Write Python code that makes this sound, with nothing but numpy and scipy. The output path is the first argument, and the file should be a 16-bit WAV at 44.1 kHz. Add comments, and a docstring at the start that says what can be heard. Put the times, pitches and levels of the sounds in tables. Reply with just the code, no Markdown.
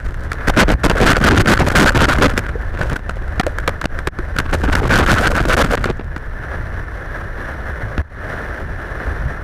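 """River weir from just above the foam

White water roars over a river weir, heard through the port of a waterproof housing held just above the foam.
Filtered noise makes the roar and the low buffeting; twice the foam surges over the housing, with a small surge between.
Slaps and single splashes ring the housing and overload the microphone into a harsh crackle.
Gliding sines make the air pockets glug, short resonances the gurgles and droplets; films of water muffle the port."""
import sys
import numpy as np
from scipy import signal
from scipy.io import wavfile
from scipy.ndimage import uniform_filter1d

SR = 44100
rng = np.random.default_rng(int(sys.argv[2]) if len(sys.argv) > 2 else 0)


def to_wav(sig):
    """Store sig (one row per channel, or 1-D mono) as 16-bit WAV at the path in sys.argv[1].

    Samples outside -1..1 are clipped; the rate is SR.
    """
    pcm = np.clip(np.atleast_2d(sig), -1, 1) * 32767
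    pcm = np.round(pcm).astype(np.int16)
    wavfile.write(sys.argv[1], SR, pcm.T)  # frames by channels


N = 415863
TIME = np.arange(N) / SR

# foam washing round the housing, two long surges with a small one between: start_s, force_db
WASH = [(0, -39.5), (.8, -42.5), (.95, -23), (1.4, -21), (1.85, -17), (2.2, -22.5), (2.3, -27.5),
        (2.6, -44.5), (2.87, -30), (3.05, -44.5), (4.3, -50.5), (4.62, -25), (4.8, -23), (5.62, -22),
        (5.88, -37.5), (5.96, -50), (6.3, -66), (9.43, -81)]
# sheets of water that slap the housing and stream over it: start_s, length_s, force_db,
# push_db (weight of the low push, relative to the force)
SLAPS = [(0.473, 0.03, -3, 6.5), (0.565, 0.065, -1, 12.5), (0.678, 0.061, -12, 9), (0.835, 0.033, -1, 2),
         (0.968, 0.016, -9, -10), (1.002, 0.04, -1, 1), (1.056, .079, -1, -2), (1.238, 0.052, -2, -1),
         (1.295, 0.057, -21.5, 16.5), (1.358, 0.062, -3.5, -4.5), (1.472, 0.068, 1, -6.5),
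         (1.591, 0.04, -22.5, 20), (1.665, 0.021, -8, -3), (1.753, 0.094, 4.5, 0), (1.859, 0.039, 1, -14),
         (1.955, 0.021, -3, 9), (2.004, 0.052, -2.5, -6), (2.084, 0.049, -7.5, -9), (2.213, 0.052, -1, 6),
         (2.807, 0.028, -19, 0.5), (2.908, 0.03, -22.5, 11), (2.958, 0.0094, -20, 4),
         (4.528, .023, -6.5, -5), (4.628, 0.033, -20.5, 5), (4.723, .012, -11, 10),
         (4.773, 0.028, -9.5, -9), (4.894, .105, -5.5, -3), (5.019, 0.023, -15, 10.5), (5.07, 0.073, -3, 2),
         (5.153, 0.12, -9, -27), (5.347, 0.067, -8.5, -3), (5.482, 0.06, -5.5, -3.5),
         (5.567, 0.059, -3, -7), (5.699, 0.055, -10.5, -6.5), (5.854, 0.059, -27.5, 17)]
# single flung drops that burst on the housing, all equally brief: start_s, force_db, push_db (as for the slaps)
SPLATS = [(.317, -7.5, -15), (.898, 5.5, 10), (1.166, 0, 5), (1.213, -5, 2), (1.458, -10, -1),
          (2.296, -6, -19), (2.377, 7, 2), (3.094, -8, -4), (3.397, 7, 0.5), (3.433, -27, 2),
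          (3.466, -7, -13), (3.585, -8.5, -17), (3.677, -0.5, 2), (3.814, -12.5, -5), (3.841, -14.5, 9),
          (3.855, -3, 7), (3.989, -13, -22), (4.072, 1.5, 2), (4.188, -19, 3), (4.364, -8.5, 2),
          (4.386, 5.5, -1), (4.752, 6, -6.5), (5.772, -16, -3), (5.841, -6, -3), (5.995, -32, 22.5),
          (6.163, -15, -8), (7.979, -15, 15)]


def from_db(db):
    """Decibels to gain."""
    return 10 ** (np.asarray(db) / 20)


def rms_one(x):
    """Scale to rms 1."""
    return x / np.sqrt(np.mean(x ** 2) + 1e-20)


def level(rows):
    """Gain at every sample, from rows of time in s and level in dB."""
    return from_db(np.interp(TIME, *np.transpose(rows)))


def drift(rate_hz):
    """Slow random wander of rms 1: noise twice through a one-pole low-pass, made at a twentieth of the sample rate."""
    pole = np.exp(-40 * np.pi * rate_hz / SR)
    noise = rng.standard_normal(N // 20 + 3002)
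    slow = signal.lfilter([1], [1, -2 * pole, pole * pole], noise)[3000:]  # past the settling of the filter
    return np.interp(np.arange(N) / 20, np.arange(len(slow)), rms_one(slow))


def cut(x, hz, kind, order=2):
    """Butterworth filter."""
    sections = signal.butter(order, np.minimum(hz, .47 * SR), kind, fs=SR, output="sos")
    return signal.sosfilt(sections, x)


def resonate(x, hz, width_hz):
    """Two-pole resonance with gain 1 at its peak."""
    radius = np.exp(-np.pi * width_hz / SR)
    zeros = np.array([1, 0, -1]) * (1 - radius * radius) / 2
    poles = [1, -2 * radius * np.cos(2 * np.pi * hz / SR), radius * radius]
    return signal.lfilter(zeros, poles, x + 1e-18)


def even(x, window_s=.004):
    """Hold the level of a ringing near 1 from moment to moment."""
    power = uniform_filter1d(rms_one(x) ** 2, int(window_s * SR))
    return rms_one(x / np.sqrt(np.abs(power) + .05))


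def grains(per_s, spread_db):
    """Random clicks of very uneven size and either sign; rms 1."""
    sizes = from_db(spread_db * np.minimum(rng.exponential(1, N), 5))
    sizes = sizes * rng.choice([-1, 1], N)
    return rms_one(sizes * (rng.random(N) < per_s / SR))


def churn(sources, colour, patchy_db, patchy_hz, count):
    """Bands of two unrelated sources, dealt in turn, each swelling on its own; rms 1."""
    hz, db = np.transpose(colour)
    edges = np.geomspace(hz[0], hz[-1], count + 1)
    out = 0
    for k, (low, high) in enumerate(zip(edges, edges[1:])):
        band = cut(sources[k % 2], [low, high], "band")
        band_db = np.interp(np.log(low * high) / 2, np.log(hz), db)
        out = out + band * from_db(band_db + patchy_db * drift(patchy_hz))
    return rms_one(out)


def surge_events(per_s):
    """Random moments inside the surges, as rows of start_s, wash_db and two chance values between -1 and 1."""
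    surge_above_db = -26  # wash that counts as a surge
    chance = rng.random((int(100 * N / SR), 4))  # 100 candidates a second
    times = chance[:, 0] * TIME[-1]
    wash_db = np.interp(times, *np.transpose(WASH))
    happens = (chance[:, 1] < per_s / 100) & (wash_db > surge_above_db)
    return np.column_stack([times, wash_db, 2 * chance[:, 2:] - 1])[happens]


def weir():
    """Countless bubbles burst in the fall and merge into a heaving roar, coloured by the housing."""
    # the weir from the water's edge: start_s, level_db
    roar_level = [(0, -42), (.4, -29), (2.4, -34), (3.3, -34), (4.5, -33.5), (6.0, -38), (6.55, -30),
                  (6.9, -31.5), (7.7, -29), (7.95, -30.5), (8.3, -25.5), (8.75, -31), (9.0, -26),
                  (9.43, -31.5)]
    # colour of the roar inside the housing: pitch_hz, density_db (per Hz)
    roar_colour = [(100, 3.5), (200, -1.5), (330, 0.5), (600, 1.5), (850, -4.5), (1200, -2.5), (1550, 2),
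                   (1780, 5), (2150, -21), (2900, -21.5), (3900, -26.5), (4900, -51), (7800, -38.5),
                   (16000, -41.5)]
    # thin resonances of the housing: pitch_hz, width_hz, lift_db
    housing_modes = [(1775, 57, 3.5), (5750, 730, 11.5), (9540, 400, 8.5), (10500, 200, 8),
                     (13600, 510, 9.5), (15100, 600, 5)]
    bursts = [grains(per_s=14000, spread_db=5.0) for _ in range(2)]
    roar = churn(bursts, roar_colour, patchy_db=.8, patchy_hz=25, count=30)
    for hz, width_hz, lift_db in housing_modes:
        roar = roar + (from_db(lift_db) - 1) * resonate(roar, hz, width_hz)
    heave_db = 1.5 * drift(13)
    return roar * level(roar_level) * from_db(heave_db)


def buffet():
    """The air that the fall drags along swings in lumpy low pressure, gusting; a deeper sway also grows with the wash."""
    # colour of the buffeting: pitch_hz, density_db (per Hz)
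    buffet_colour = [(8.8, -24), (15, -9), (60, 2.5), (71, 1.5), (92, -7.5), (124, -9), (220, -27),
                     (290, -53), (480, -120)]
    # gusts of that air, all of one shape: centre_s, lift_db
    gust_rows = [(.72, 12), (2.0, 4.5), (2.95, -0.5), (3.38, 3), (4.75, 6.5), (6.59, 5.5), (6.77, 3.5),
                 (7.85, 0.5), (8.69, 6.5), (9.11, 4), (9.27, 8)]
    gust_s = 0.058  # from the centre of a gust to half its lift in dB
    away_db, full_wash_db = -27, -9.5  # level away from the foam, level added by a wash of 0 dB
    follows = .42  # share of the wash's swing in dB that the added level follows
    rumble = churn(rng.standard_normal((2, N)), buffet_colour, patchy_db=1.0, patchy_hz=3.2, count=12)
    sway = rms_one(cut(rng.standard_normal(N), [14, 36], "band"))
    wash = level(WASH)
    strength = np.hypot(from_db(away_db), from_db(full_wash_db) * wash ** follows)
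    gust_db = sum(lift_db / (1 + ((TIME - at) / gust_s) ** 4) for at, lift_db in gust_rows)
    return rumble * strength * from_db(gust_db) + sway * wash ** 0.25 * from_db(-13.5)


def pops(low_hz, high_hz, per_s, cycles, count):
    """Bubbles or droplets of all sizes, each ringing for a few cycles, the higher the weaker; rms 1."""
    out = 0
    for hz in np.geomspace(low_hz, high_hz, count):
        births = grains(per_s / count, spread_db=3)
        width_hz = np.log(1000) / np.pi * hz / cycles  # falls 60 dB in that many cycles
        ringing = resonate(births, hz, width_hz)
        out = out + rms_one(ringing) * np.sqrt(low_hz / hz)
    return rms_one(out)


def gurgles():
    """Bubbles in the wash ring low, as strong as the wash."""
    bubbles = pops(low_hz=210, high_hz=650, per_s=45, cycles=15, count=10)
    return bubbles * level(WASH) * from_db(-4)


def droplets():
    """Droplets ring high and faint, following half the wash's swing in dB."""
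    ticks = pops(low_hz=2350, high_hz=11200, per_s=96, cycles=17, count=10)
    return ticks * level(WASH) ** .5 * from_db(-45)


def glugs(rise=0.16):
    """Trapped air rings and climbs in pitch as it nears the surface; pockets squeezed by a surge glide either way."""
    # air pockets and eddies against the port: start_s, pitch_hz (at the start), level_db (at the start)
    glug_rows = [(2.555, 447, -12.5), (3.400, 706, 0.5), (3.435, 313, -21.5), (3.472, 537, -7.5),
                 (3.684, 527, -7), (4.191, 337, -14.5), (5.996, 189, -25), (7.833, 103, -14),
                 (7.982, 71.6, -7), (9.255, 132, -15)]
    ring_cycles = 20.5  # cycles of the starting pitch in a fall of 60 dB
    # pockets: middle pitch, range either side, level over the wash, largest glide (as for rise)
    pocket_hz, pocket_octaves, pocket_db, pocket_glide = 724, 1.293, 12, 0.32
    pockets = [(start, pocket_hz * 2 ** (pocket_octaves * pitch), wash_db + pocket_db, pocket_glide * squeeze)
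               for start, wash_db, pitch, squeeze in surge_events(per_s=32)]
    out = np.zeros(N)
    for start, hz, db, glide in [(*row, rise) for row in glug_rows] + pockets:
        first = int(start * SR)
        t60 = ring_cycles / hz
        age = TIME[:min(int(t60 * SR), N - first)]
        # the pitch itself moves by twice the glide, as a share of where it began
        cycles = hz * age * (1 + glide * age / t60)
        out[first:][:len(age)] += from_db(db - 60 * age / t60) * np.sin(2 * np.pi * cycles)
    return out


def blows():
    """All water that hits the housing, as rows of start_s, length_s, force_db, push_db: slaps, drops, rebounds, strays."""
    splat_s = 0.0021
    rebound_s, rebound_db = .014, -12  # part of a burst drop falls back a moment later
    stray_db, spread_db = 11.5, 7  # force of stray drops over the wash, spread either side
    strays = [(start, wash_db + stray_db + spread_db * size, spread_db * weight)
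              for start, wash_db, size, weight in surge_events(per_s=18)]
    rebounds = [(start + rebound_s, db + rebound_db, push) for start, db, push in SPLATS]
    return SLAPS + [(start, splat_s, db, push) for start, db, push in SPLATS + rebounds + strays]


def blow_forces(hits, rise_share, fall_s):
    """Force of the blows on the housing, and of their low push: each swells, holds, then runs off."""
    force, push = np.zeros((2, N))
    for start, length, force_db, weight_db in hits:
        span = slice(int(start * SR), int((start + length) * SR) + SR // 10)
        age = np.maximum(TIME[span] - start, 0)
        swell = 1 - np.exp(-age / (rise_share * length))
        shape = swell * np.exp(-np.maximum(age - length, 0) / fall_s)
        force[span] += shape * from_db(force_db)
        push[span] += shape * from_db(force_db + weight_db)
    return force, push


def splashes(hits, lumpy_db, lumpy_hz, mode_lumpy_db):
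    """Blows and clumps of washing foam pelt the housing with drops, ringing its modes; fine spray ticks on top."""
    # what the wet housing rings with: pitch_hz, width_hz, level_db, pushed (1 if driven by the low push)
    wet_modes = [(46.3, 99, -5, 1), (221, 183, -11, 1), (527, 120, -15.5, 0), (1398, 390, -10.5, 0),
                 (1493, 224, -9.5, 0)]
    wash = level(WASH) * from_db(lumpy_db * drift(lumpy_hz))
    ragged_db = 2.6 * drift(100)
    forces = blow_forces(hits, rise_share=.06, fall_s=.0025)
    force, push = np.hypot(forces, wash) * from_db(ragged_db)
    body = 0
    for hz, width_hz, mode_db, pushed in wet_modes:
        drops = grains(per_s=2200, spread_db=6.5)
        ringing = even(resonate(drops, hz, width_hz), 2 / width_hz)
        mode_gain = from_db(mode_db + mode_lumpy_db * drift(18.0))
        body = body + ringing * mode_gain * (push if pushed > .5 else force)
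    # water is a soft hammer: only the finest drops reach the treble
    fine_drops = grains(per_s=1800, spread_db=4.5)
    softened = cut(fine_drops, hz=5100, kind="low", order=1)
    spray = rms_one(cut(softened, hz=1520, kind="high"))
    return cut(body, hz=2470, kind="low") + from_db(-20) * force * spray


def cracks(hits, crack_db, contact_hz):
    """Each blow opens with one pressure spike that rings the port."""
    clicks = np.zeros(N)
    for start, _, force_db, _ in hits:
        clicks[int(start * SR)] = from_db(force_db + crack_db)
    spike = signal.lfilter([1], [1, -np.exp(-2 * np.pi * contact_hz / SR)], clicks + 1e-18)
    port_ring = resonate(spike, hz=1602, width_hz=170)
    return cut(spike, hz=4700, kind="low", order=1) + 14.0 * port_ring


def leaning_water(lean_db, lean_s):
    """The water of a long, hard slap leans on the port for a moment and pins the membrane."""
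    out = np.zeros(N)
    age = TIME[:SR // 10] / lean_s
    for start, length, force_db, _ in SLAPS:
        weight = from_db(force_db + lean_db) * min(length / .03, 1)  # slaps under 30 ms lean less
        out[int((start + length) * SR):][:len(age)] += weight * age * np.exp(1 - age)
    return out


def open_port(closing_s=0.0016):
    """Share of the sound that passes the films of water; each lasts until it drains or the next listed blow bursts it."""
    # thick films that seal the port and drain: start_s, loss_db, drain_s (time to half the loss)
    seal_rows = [(0.757, 8, 0.052), (1.139, 8, .04), (1.428, 12, 0.028), (1.729, 18, 0.0091),
                 (1.905, 12.5, 0.037), (2.98, 7.5, 0.061), (3.411, 15.5, 0.039), (3.858, 23, 0.026),
                 (4.086, 26, 0.032), (4.758, 13, 0.018), (5.557, 32, 0.007), (5.755, 13, 0.019),
                 (8.017, 19, .12)]
    # in a surge the foam keeps choking the port for an instant, draining in half to twice the middle time
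    choke_db, choke_s = 15.5, 0.0055
    chokes = [(start, choke_db, choke_s * 2 ** size) for start, _, size, _ in surge_events(per_s=15)]
    loss_db = np.zeros(N)
    for start, depth_db, drain_s in seal_rows + chokes:
        burst = min([row[0] for row in SLAPS + SPLATS if row[0] > start], default=N / SR)
        span = slice(int(start * SR), int(burst * SR))
        age = np.maximum(TIME[span] - start, 0)
        closing = np.minimum(age / closing_s, 1)
        film_db = depth_db * closing / (1 + (age / drain_s) ** 3)
        loss_db[span] = np.maximum(loss_db[span], film_db)
    return from_db(-loss_db)


def scene():
    """Everything reaches the microphone through the one port; a film of water stops the lows least."""
    hits = blows()
    slaps = splashes(hits, lumpy_db=6.5, lumpy_hz=66, mode_lumpy_db=6.0)
    slaps += cracks(hits, crack_db=-9, contact_hz=1020)
    slaps += leaning_water(lean_db=0.0, lean_s=0.0022)
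    bubbling = gurgles() + droplets()
    port = open_port()
    lows = buffet() + glugs()
    mix = (weir() + slaps + bubbling) * port + lows * port ** 0.71
    return mix[None]


def record(dry):
    """The microphone overloads into flat tops, which sag through its coupling capacitor; the top is dulled and cut."""
    overload, knee = 0.41, 3.5  # ceiling of the flat tops, sharpness of the bend towards it
    fine = signal.resample_poly(dry, 2, 1, axis=-1)  # bent at twice the sample rate to limit aliasing
    flat = fine / (1 + np.abs(fine / overload) ** knee) ** (1 / knee)
    # the membrane is never quite pinned: a little treble rides on the flat tops
    ripple = .06 * cut(dry, hz=2500, kind="high", order=1)
    microphone = signal.resample_poly(flat, 1, 2, axis=-1) + ripple
    sagging = cut(microphone, hz=10, kind="high", order=1)
    dull = cut(sagging, hz=12200, kind="low", order=1)
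    steep_cut = signal.ellip(10, .2, 80, 15450, fs=SR, output="sos")  # order, ripple dB, stop dB, Hz
    return signal.sosfilt(steep_cut, dull)


dry = scene()
out = record(dry)
to_wav(out)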